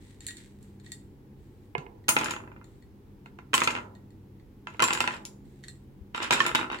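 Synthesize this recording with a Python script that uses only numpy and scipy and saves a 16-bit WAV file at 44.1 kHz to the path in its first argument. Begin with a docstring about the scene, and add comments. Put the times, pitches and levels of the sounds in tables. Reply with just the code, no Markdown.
"""Wooden spindles drop one by one into a compartment of a wooden box, on a table close to the microphone.
Each knocks on the thin boards, clacks against the spindles already there, bounces and rocks to rest.
Between drops the bundle in the hand ticks and rubs as the next one is drawn.
The room is fairly live, with a low hum behind everything."""
import sys
import numpy as np
from scipy import signal
from scipy.fft import rfft, irfft
from scipy.io import wavfile

SR = 44100
rng = np.random.default_rng(int(sys.argv[2]) if len(sys.argv) > 2 else 0)


def bounce(signal):
    """Save signal as a 16-bit WAV file at the path given by the first command-line argument."""
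    frames = np.transpose(np.atleast_2d(signal))
    limited = np.clip(frames, -1, 1)
    pcm = np.round(limited * 32767).astype(np.int16)
    wavfile.write(sys.argv[1], SR, pcm)


N = 299880
HIT_SIZE = 8192
AGE = np.arange(HIT_SIZE) / SR   # seconds since a contact

# spectrum of a push on the boards: f/Hz, level/dB
KNOCK_SPECTRUM = [(60, -29.5), (140, -9), (400, -4), (700, -12), (950, -2), (1400, 1), (2000, -3),
                  (2900, -1), (3800, -11.5), (6000, -22), (8500, -25), (12000, -41), (16000, -44.5)]
# spectrum of wood rubbing on wood: f/Hz, level/dB
RUB_SPECTRUM = [(600, -36.5), (1300, -13), (1900, 1.5), (2700, -7), (3900, -2.5), (5300, -12.5), (8200, -4),
                (9800, -14.5), (11200, -14), (12300, -22.5), (16000, -26.5)]
# a dropped spindle rolling among the others: t/s, length/s, level/dB
ROLL_SPELLS = [(2.178, .14, -37.5), (3.551, 0.094, -36), (3.677, .09, -46.5), (4.676, 0.078, -56.5),
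               (4.799, 0.36, -37), (6.141, .03, -38.5), (6.208, .045, -34), (6.321, 0.172, -32.5),
               (6.558, 0.046, -37), (6.714, 0.046, -42.5)]
ROLL_SAG_DB_PER_S = 25
# diffuse sound at the microphone: f/Hz, left-right correlation
COHERENCE = [(30, 0), (70, 1), (150, 0.92), (330, 1), (700, 0.079), (1400, 0.13), (16000, 0)]


def box_knocks(ring_db=-2, spindle_t60=.14, ring_tilt=.4):
    """A knock pushes the boards and rings both box and spindle; soft touches ring duller."""
    # hard landings on the boards: t/s, level/dB, brightness/(dB/octave)
    landings = [ (1.781, -33.5, 2.5), (2.083, -19, 8), (2.089, -12, 1.5), (2.106, -24, 12.5),
                (2.166, -9.5, -2.5), (2.259, -25, 0.5), (2.308, -25.5, 11), (3.261, -44, -5.5),
                (3.389, -39.5, -4), (3.533, -17, -1), (3.54, -12.5, 7.5), (3.579, -16.5, 7.5),
                (3.618, -13, -6), (3.675, -11, 2.5), (3.705, -24, 0), (4.671, -27.5, -2.5),
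                (4.795, -20, -2), (4.803, -15, 1), (4.822, -12.5, -6), (4.84, -15, 9), (4.907, -17, -3),
                (5.005, -14, 5.5), (5.076, -16.5, 0.5), (6.308, -10.5, 2.5), (6.324, -17.5, -6),
                (6.329, -13, 4.5), (6.404, -16, -0.5), (6.464, -17, 1.5), (6.549, -12, 3),
                (6.555, -14.5, 7.5)]
    # box resonances: f/Hz, level/dB, t60/s
    box_modes = [(140, -18, 0.1), (239, -17, 0.15), (330, -13.5, 0.14), (406, -21.5, 0.16),
                 (535, -9.5, 0.032), (659, -14.5, 0.09), (870, -7, 0.078), (966, -6, 0.052),
                 (1010, -2.5, 0.061), (1358.5, -0.5, 0.049), (1496, -4, 0.044), (1660, -6.5, 0.024),
                 (1854, -8, 0.031), (2060, -8, 0.12), (2434, -6, 0.059), (2685, -8, 0.11), (2970, -13, .04)]
    # the mode a spindle keeps through its bounces: from t/s, f/Hz, level/dB relative to the push
    spindle_notes = [(0, 6480, -22), (2.24, 6850, -18.5), (3.2, 6470, -24), (4.81, 7380, -11),
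                     (5.0, 7470, -29.5), (6.1, 3710, -11.5)]
    out = np.zeros((2, N))
    for s, level_db, brightness in landings + bounces():
        _, hz, spindle_db = [note for note in spindle_notes if note[0] <= s][-1]
        push = near_echoes(pulse(KNOCK_SPECTRUM, brightness), echo_db=-2, span_s=.003)
        tilt = ring_tilt * brightness
        modes = [(f, db + hardness_db(f, tilt), t60) for f, db, t60 in box_modes]
        body = from_db(ring_db) * ringing(modes, detune=.016, left_lag_s=.00022)
        spindle = ringing([(hz, 0, spindle_t60)], spread_db=3, detune=.021)
        add_hit(out, s, level_db, push + body + from_db(spindle_db + hardness_db(hz, tilt)) * spindle)
    return out


def bounces():
    """A spindle bounces or rocks end to end: each touch is weaker, the gaps change by a steady ratio."""
    # t/s, touches, first gap/s, gap ratio, level/dB, loss per touch/dB, brightness/(dB/octave)
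    bounce_runs = [ (2.212, 7, .0235, 1.03, -22, 1.2, -6.5), (2.403, 6, .0345, 1.1, -40.5, 0.74, -17.5),
                   (3.752, 4, .012, .95, -23, 2.5, -5.5), (4.884, 5, 0.022, 1.02, -20, 1, 3),
                   (5.041, 4, .0345, 0.94, -21, 3.5, -2.5), (6.147, 6, 0.032, 0.75, -24, 0.9, -5),
                   (6.344, 3, .019, .7, -21.5, 2, -0.5), (6.453, 3, .040, .55, -22, 2, -6.5),
                   (6.591, 4, .022, .78, -21.5, 2, -9.5), (6.701, 4, 0.014, 1.04, -25.5, 0.5, -7)]
    knocks = []
    for s, touches, gap_s, ratio, level_db, loss_db, brightness in bounce_runs:
        for k in range(touches):
            knocks.append((s, level_db - k * loss_db, brightness))
            s += gap_s * ratio ** k
    return knocks


def board_tocks():
    """A square blow makes one board sing; a spindle held on the rim gives a lower, hollow tock."""
    # square blows on a thin board: t/s, level/dB, f/Hz
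    blows = [(3.541, -10, 1061), (4.828, -9, 1075), (6.404, -10, 1090)]
    # modes of that board: ratio to the strongest, level/dB, t60/s
    board_modes = [(1, -2.5, 0.063), (1.3, -10.5, 0.025), (1.65, -12.5, 0.04), (2.22, -19.5, .03),
                   (2.85, -10.5, .03)]
    # a held spindle set against the rim: t/s, level/dB
    rim_taps = [(1.751, -19.5), (1.865, -41), (3.259, -42), (3.387, -40.5), (4.745, -41.5)]
    # modes of the rim under the spindle: f/Hz, level/dB, t60/s
    rim_modes = [(407, -10.5, 0.075), (466, -6, 0.045), (685, -4, 0.022), (843, -3.5, 0.018),
                 (990, 2, 0.021), (1710, -7.5, 0.019), (2130, -4.5, .035), (2550, -7, .018),
                 (2850, -8.5, 0.02)]
    out = np.zeros((2, N))
    for s, level_db, hz in blows:
        ring = ringing(board_modes, hz, spread_db=6, detune=.002, sway=.47, left_lag_s=.000081)
        add_hit(out, s, level_db, ring)
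    for s, level_db in rim_taps:
        add_hit(out, s, level_db, ringing(rim_modes, detune=.0016, sway=.56, left_lag_s=.00033))
    return out


def spindle_clacks(crack_tilt=.6):
    """Hard wood on hard wood in the box: a sharp crack, then the bending modes of a loose spindle."""
    # spindles striking each other: t/s, level/dB, main mode f/Hz, brightness/(dB/octave)
    strikes = [ (2.084, -20.5, 6500, -2), (2.091, -10, 6450, 17), (2.095, -16.5, 6560, 15),
               (2.187, -26.5, 6470, -10), (2.244, -27.5, 6840, 0), (2.31, -30.5, 6790, -3),
               (3.543, -19.5, 7180, 1), (3.55, -18, 7820, -2), (3.604, -24.5, 6630, -10),
               (3.636, -24.5, 7580, -9), (3.642, -25.5, 6470, -8), (3.708, -32, 7250, -10.5),
               (4.823, -17.5, 7390, -3), (4.839, -21.5, 7280, -6), (4.878, -27, 7430, -6),
               (4.933, -21.5, 7090, -1.5), (5.005, -20.5, 8060, -15), (5.144, -45.5, 7600, -5),
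               (5.252, -32, 6900, -1), (6.23, -28, 7000, -22), (6.31, -21, 7160, -20),
               (6.324, -20.5, 6930, -9), (6.335, -22, 7370, -5), (6.403, -24.5, 6630, -21),
               (6.465, -27, 6870, 9), (6.551, -26, 6800, -17)]
    # spectrum of the crack: f/Hz, level/dB
    crack_spectrum = [(300, -36), (1200, -21), (1900, -8), (2700, -6.5), (4100, -5.5), (5400, -4.5),
                      (6100, -7.5), (7600, -5), (8800, -7), (10000, -12.5), (11200, -11), (12800, -19.5),
                      (16000, -19.5)]
    # bending modes: ratio to the main one, level/dB, t60/s
    bending_modes = [(.33, -13, 0.032), (.54, -11, .05), (1, 4.5, .03), (1.08, -0.5, .015),
                     (1.477, -5, 0.036), (2.06, -19, 0.016)]
    out = np.zeros((2, N))
    for s, level_db, hz, brightness in strikes + jostles():
        contact = pulse(crack_spectrum, crack_tilt * brightness, knee_hz=4487)
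        crack = near_echoes(contact, echo_db=2.5, span_s=.0033)
        ring = ringing(bending_modes, hz, brightness, spread_db=.34, detune=.0049)
        add_hit(out, s, level_db, crack + ring)
    return out


def rolling(pushes_per_s=450, smooth_share=.15):
    """The grain of a rolling spindle drums on the boards in many small uneven pushes."""
    pushes = ((rng.random(N) < pushes_per_s / SR) + smooth_share) * diffuse(N)
    motion = movement(ROLL_SPELLS, attack_s=.011, sag_db_per_s=ROLL_SAG_DB_PER_S, release_db_per_s=259)
    return motion * coloured(pushes, KNOCK_SPECTRUM)


def jostles(per_s=40, hz=7180, pitch_spread=.045, spread_db=1, brightness=-10):
    """A rolling spindle clacks lightly on its neighbours at uneven moments, each at its own pitch."""
    clacks = []
    for s, length_s, level_db in ROLL_SPELLS:
        ages = np.arange(0, length_s, 1 / per_s)
        for age, (when, strength, pitch) in zip(ages, rng.uniform(-1, 1, (20, 3))):
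            onset_s = s + age + (1 + when) / 2 / per_s
            clack_db = level_db - ROLL_SAG_DB_PER_S * age + spread_db * strength
            clacks.append((onset_s, clack_db, hz * (1 + pitch_spread * pitch), brightness))
    return clacks


def table_thuds(t60=.056):
    """The hand or a landing spindle moves a low, well-damped mode of box and table."""
    # dull thuds: t/s, level/dB, f/Hz
    thuds = [(1.78, -27, 145), (4.826, -27, 138), (6.009, -30.5, 70), (6.313, -29, 132)]
    out = np.zeros((2, N))
    for s, level_db, hz in thuds:
        add_hit(out, s, level_db, ringing([(hz, 0, t60)], spread_db=4, detune=.005))
    return out


def bundle_ticks(ring_db=3.5, crack_tilt=.6):
    """Gripped spindles tick together; the fingers damp their ring."""
    # contacts in the hand: t/s, level/dB, brightness/(dB/octave)
    ticks = [(0.206, -42, 3.5), (.2665, -28, 13.5), (.278, -37, 10), (0.285, -32, 0), (.307, -37, -3),
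             (.369, -40.5, 3), (0.628, -52.5, 18), (.799, -54.5, -4), (.863, -44, -6), (.919, -32, 4.5),
             (2.041, -57, -12), (2.643, -52.5, 3.5), (2.824, -56.5, -3.5), (3.259, -54, -5),
             (3.387, -55, -6.5), (3.951, -53, -5.5), (4.105, -60, -1.5), (4.398, -58, -8),
             (5.638, -40.5, -6.5), (5.683, -36, 2), (6.787, -38, -8)]
    # modes of the gripped bundle: f/Hz, level/dB, t60/s
    bundle_modes = [(1718, -15.5, 0.028), (1920, -9, 0.093), (3644, -10.5, 0.08), (4320, -1.5, .028),
                    (6920, -5.5, 0.016), (7500, 0, .022), (8860, -4, 0.0056), (10970, -18, .008)]
    out = np.zeros((2, N))
    for s, level_db, brightness in ticks:
        crack = near_echoes(pulse(RUB_SPECTRUM, crack_tilt * brightness), echo_db=3.5, span_s=.0024)
        ring = ringing(bundle_modes, brightness=brightness, spread_db=1.5, detune=.013)
        add_hit(out, s, level_db, crack + from_db(ring_db) * ring)
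    return out


def bundle_rubbing(slips_per_s=700, smooth_share=.36, size_spread_db=4):
    """Sliding spindles catch and slip in many tiny grains of uneven size."""
    # spindles sliding in the hand: t/s, length/s, level/dB
    slides = [(0, 0.12, -62.5), (.21, 0.18, -58), (.365, 0.024, -53.5), (.60, 0.088, -68),
              (.83, 0.099, -62), (1.38, 0.28, -75), (2.65, 0.11, -72.5), (5.44, .15, -71),
              (5.625, .04, -60.5)]
    sizes = from_db(size_spread_db * np.minimum(rng.exponential(1, N), 4))
    slips = (rng.random(N) < slips_per_s / SR) * sizes + smooth_share
    pressure = movement(slides, attack_s=.014, sag_db_per_s=11, release_db_per_s=111)
    return pressure * coloured(slips * rng.standard_normal((2, N)), RUB_SPECTRUM)


def box_radiation(x):
    """The boards send each pitch to the two sides of the microphone with its own strength and phase."""
    # stereo image of the box: f/Hz, left minus right/dB, left phase lead/rad
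    image = [(332, 0, 0.29), (604, 0, 1.6), (950, -7.5, -1.2), (1420, 1.5, .4), (2000, 1, -0.83),
             (3800, -2.5, -0.27), (7000, 0.5, 0.32)]
    hz = np.fft.rfftfreq(N, 1 / SR)
    balance_db = at_hz([(f, db) for f, db, _ in image], hz)
    lead = at_hz([(f, rad) for f, _, rad in image], hz)
    sides = np.array([[.5], [-.5]])
    return irfft(rfft(x) * from_db(sides * balance_db) * np.exp(1j * sides * lead), N)


def room(x, tail_db, early_db, early_t60=.12, first_s=.0037):
    """Direct sound, close reflections off table and people, and a tail that dies sooner in the treble."""
    # reverberation time: f/Hz, t60/s
    decay_times = [(120, 0.94), (400, 1), (1000, 0.49), (2500, 0.22), (7000, 0.3), (11000, 0.33),
                   (16000, 0.31)]
    age, hz = np.arange(SR) / SR, np.fft.rfftfreq(SR, 1 / SR)
    centres = np.geomspace(100, 16000, 12)
    noise, tail = rfft(diffuse(SR)), 0
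    for centre, share in zip(centres, np.eye(len(centres))):
        band = irfft(noise * np.interp(np.log(hz + 1), np.log(centres), share), SR)
        tail = tail + band * decay(age, at_hz(decay_times, centre))
    early = diffuse(SR) * decay(age, early_t60)
    arrival = np.clip(age / first_s - .5, 0, 1)
    response = from_db(tail_db) * unit(tail * arrival) + from_db(early_db) * unit(early * arrival)
    return x + signal.fftconvolve(x, response, axes=1)[:, :N]


def room_tone(rumble_db=-52, waver_hz=2.1, waver_depth=1.2):
    """A low rumble from all sides with a few wavering hum lines in the centre."""
    # spectrum of the rumble: f/Hz, relative level/dB
    rumble_spectrum = [(15, -35.5), (25, -8.5), (45, -3.5), (137, -6), (166, -14), (200, -3.5), (223, -8.5),
                       (293, -7.5), (405, -12), (659, -30), (818, -24), (1230, -33.5), (2050, -36.5),
                       (5140, -45), (8830, -49.5), (16000, -44)]
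    # hum lines: f/Hz, level/dB
    hum_lines = [(100, -59.5), (137, -61.5), (199.5, -61.5)]
    t = np.arange(N) / SR
    out = from_db(rumble_db) * coloured(diffuse(N), rumble_spectrum)
    slow_band = np.exp(-(np.fft.fftfreq(N, 1 / SR) / waver_hz) ** 2)
    for hz, level_db in hum_lines:
        wander = np.fft.ifft(slow_band * np.exp(2j * np.pi * rng.random(N)))
        waver = 1 + waver_depth * wander / np.std(wander)
        out += from_db(level_db) * np.real(waver * np.exp(2j * np.pi * hz * t))
    return out


def pulse(spectrum, brightness, knee_hz=2000):
    """The causal (minimum-phase) pulse of one contact; harder contacts have more treble."""
    hz = np.fft.rfftfreq(HIT_SIZE, 1 / SR)
    level_db = at_hz(spectrum, hz) + hardness_db(hz, brightness, knee_hz)
    cepstrum = irfft(np.log(from_db(level_db)))
    cepstrum[HIT_SIZE // 2:] = 0
    return unit(irfft(np.exp(rfft(2 * cepstrum))))


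def hardness_db(hz, brightness, knee_hz=2000):
    """Treble that a hard contact adds, or a soft one takes away."""
    return brightness * np.log2(1 + (hz / knee_hz) ** 2) / 2


def ringing(modes, pitch=1, brightness=0, spread_db=0, detune=0, sway=2, left_lag_s=0):
    """Decaying modes; strengths scatter from blow to blow, and sway scatters the phase on each side."""
    hz, level_db, t60 = np.transpose(modes)
    hz = hz * pitch * (1 + detune * rng.standard_normal(len(hz)))
    gains = from_db(level_db + brightness * np.log2(hz) + spread_db * rng.standard_normal((2, len(hz))))
    phases = sway * rng.uniform(-1, 1, (2, len(hz))) * (1 - at_hz(COHERENCE, hz))
    phases[0] -= 2 * np.pi * hz * left_lag_s
    cycles = hz[:, None] * AGE
    waves = np.sin(2 * np.pi * cycles + phases[:, :, None]) * rng.choice([-1, 1], (len(hz), 1))
    swell = (1 - np.exp(-2 * cycles)) ** 2   # a mode builds up within its first cycles
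    return unit(np.sum(gains[:, :, None] * waves * swell * decay(AGE, t60[:, None]), axis=1))


def near_echoes(click, echo_db, span_s, count=6):
    """A pulse reaches the microphone's right side first, then comes again off nearby wood."""
    paths = np.zeros((2, HIT_SIZE))
    paths[0, 7] = paths[1, 0] = 1   # direct path, 7 samples later on the left
    lags_s = .0007 + span_s * rng.random(count) ** 2
    strengths = from_db(echo_db) * rng.choice([-1, 1], count) * np.exp(-lags_s / span_s)
    for side in paths:
        side[(lags_s * SR).astype(int) + rng.integers(-10, 11, count)] += strengths
    return unit(signal.fftconvolve(paths, click[None], axes=1)[:, :HIT_SIZE])


def add_hit(track, s, level_db, hit):
    """Lay a hit into a track; its level is that of its energy packed into 2 ms."""
    start = int(s * SR)
    gain = from_db(level_db) * np.sqrt(.002 * SR)
    track[:, start:start + HIT_SIZE] += gain * unit(hit)[:, :N - start]


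def movement(spells, attack_s, sag_db_per_s, release_db_per_s):
    """Gain of a series of movements: each starts quickly, loses strength as it goes on and dies away."""
    t, out = np.arange(N) / SR, np.zeros(N)
    for s, length_s, level_db in spells:
        age = np.maximum(t - s, 0)
        fall_db = sag_db_per_s * age + release_db_per_s * np.maximum(age - length_s, 0)
        out = np.maximum(out, np.minimum(age / attack_s, 1) * from_db(level_db - fall_db))
    return out


def diffuse(size):
    """White stereo noise arriving from all sides: alike in the bass, unrelated in the treble."""
    alike = np.clip(at_hz(COHERENCE, np.fft.rfftfreq(size, 1 / SR)), -.99, .99)
    mid, side = rfft(rng.standard_normal((2, size)))
    return irfft(np.sqrt(1 + alike) * mid + np.sqrt(1 - alike) * side * [[1], [-1]], size)


def coloured(x, spectrum):
    """Give a steady sound a spectrum; rms 1."""
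    hz = np.fft.rfftfreq(N, 1 / SR)
    return unit(irfft(rfft(x) * from_db(at_hz(spectrum, hz)), N)) * np.sqrt(N)


def at_hz(points, hz):
    """Read a table along a logarithmic frequency axis."""
    freqs, values = np.transpose(points)
    return np.interp(np.log(np.maximum(hz, 1)), np.log(freqs), values)


def decay(age, t60):
    """Gain that falls 60 dB in t60 seconds."""
    return from_db(-60 * age / t60)


def from_db(db):
    """Decibels to gain."""
    return 10 ** (np.asarray(db) / 20)


def unit(x):
    """Scale to a mean energy of one per channel."""
    return x / np.sqrt(np.mean(np.sum(x ** 2, axis=-1)) + 1e-20)


def scene(tock_right_db=3.5, clack_right_db=.06):
    """The box close up, the room behind it; the ringing boards face the microphone and carry less room."""
    left_right = np.array([[-1], [1]])
    knocks = room(box_radiation(box_knocks() + rolling()), tail_db=-8.5, early_db=-9.5)
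    tocks = room(board_tocks(), tail_db=-11.5, early_db=-17)
    tocks *= from_db(tock_right_db * left_right)
    clacks = room(spindle_clacks() + bundle_ticks(), tail_db=-7, early_db=-4.5)
    clacks *= from_db(clack_right_db * left_right)
    return knocks + tocks + clacks + table_thuds() + bundle_rubbing() + room_tone()


def record(dry, ceiling=.63, cutoff_hz=16000):
    """The tallest peaks are rounded and the top of the treble is cut."""
    low_pass = signal.ellip(10, .2, 80, cutoff_hz, fs=SR, output="sos")
    return signal.sosfilt(low_pass, ceiling * np.tanh(dry / ceiling))


dry = scene()
out = record(dry)
bounce(out)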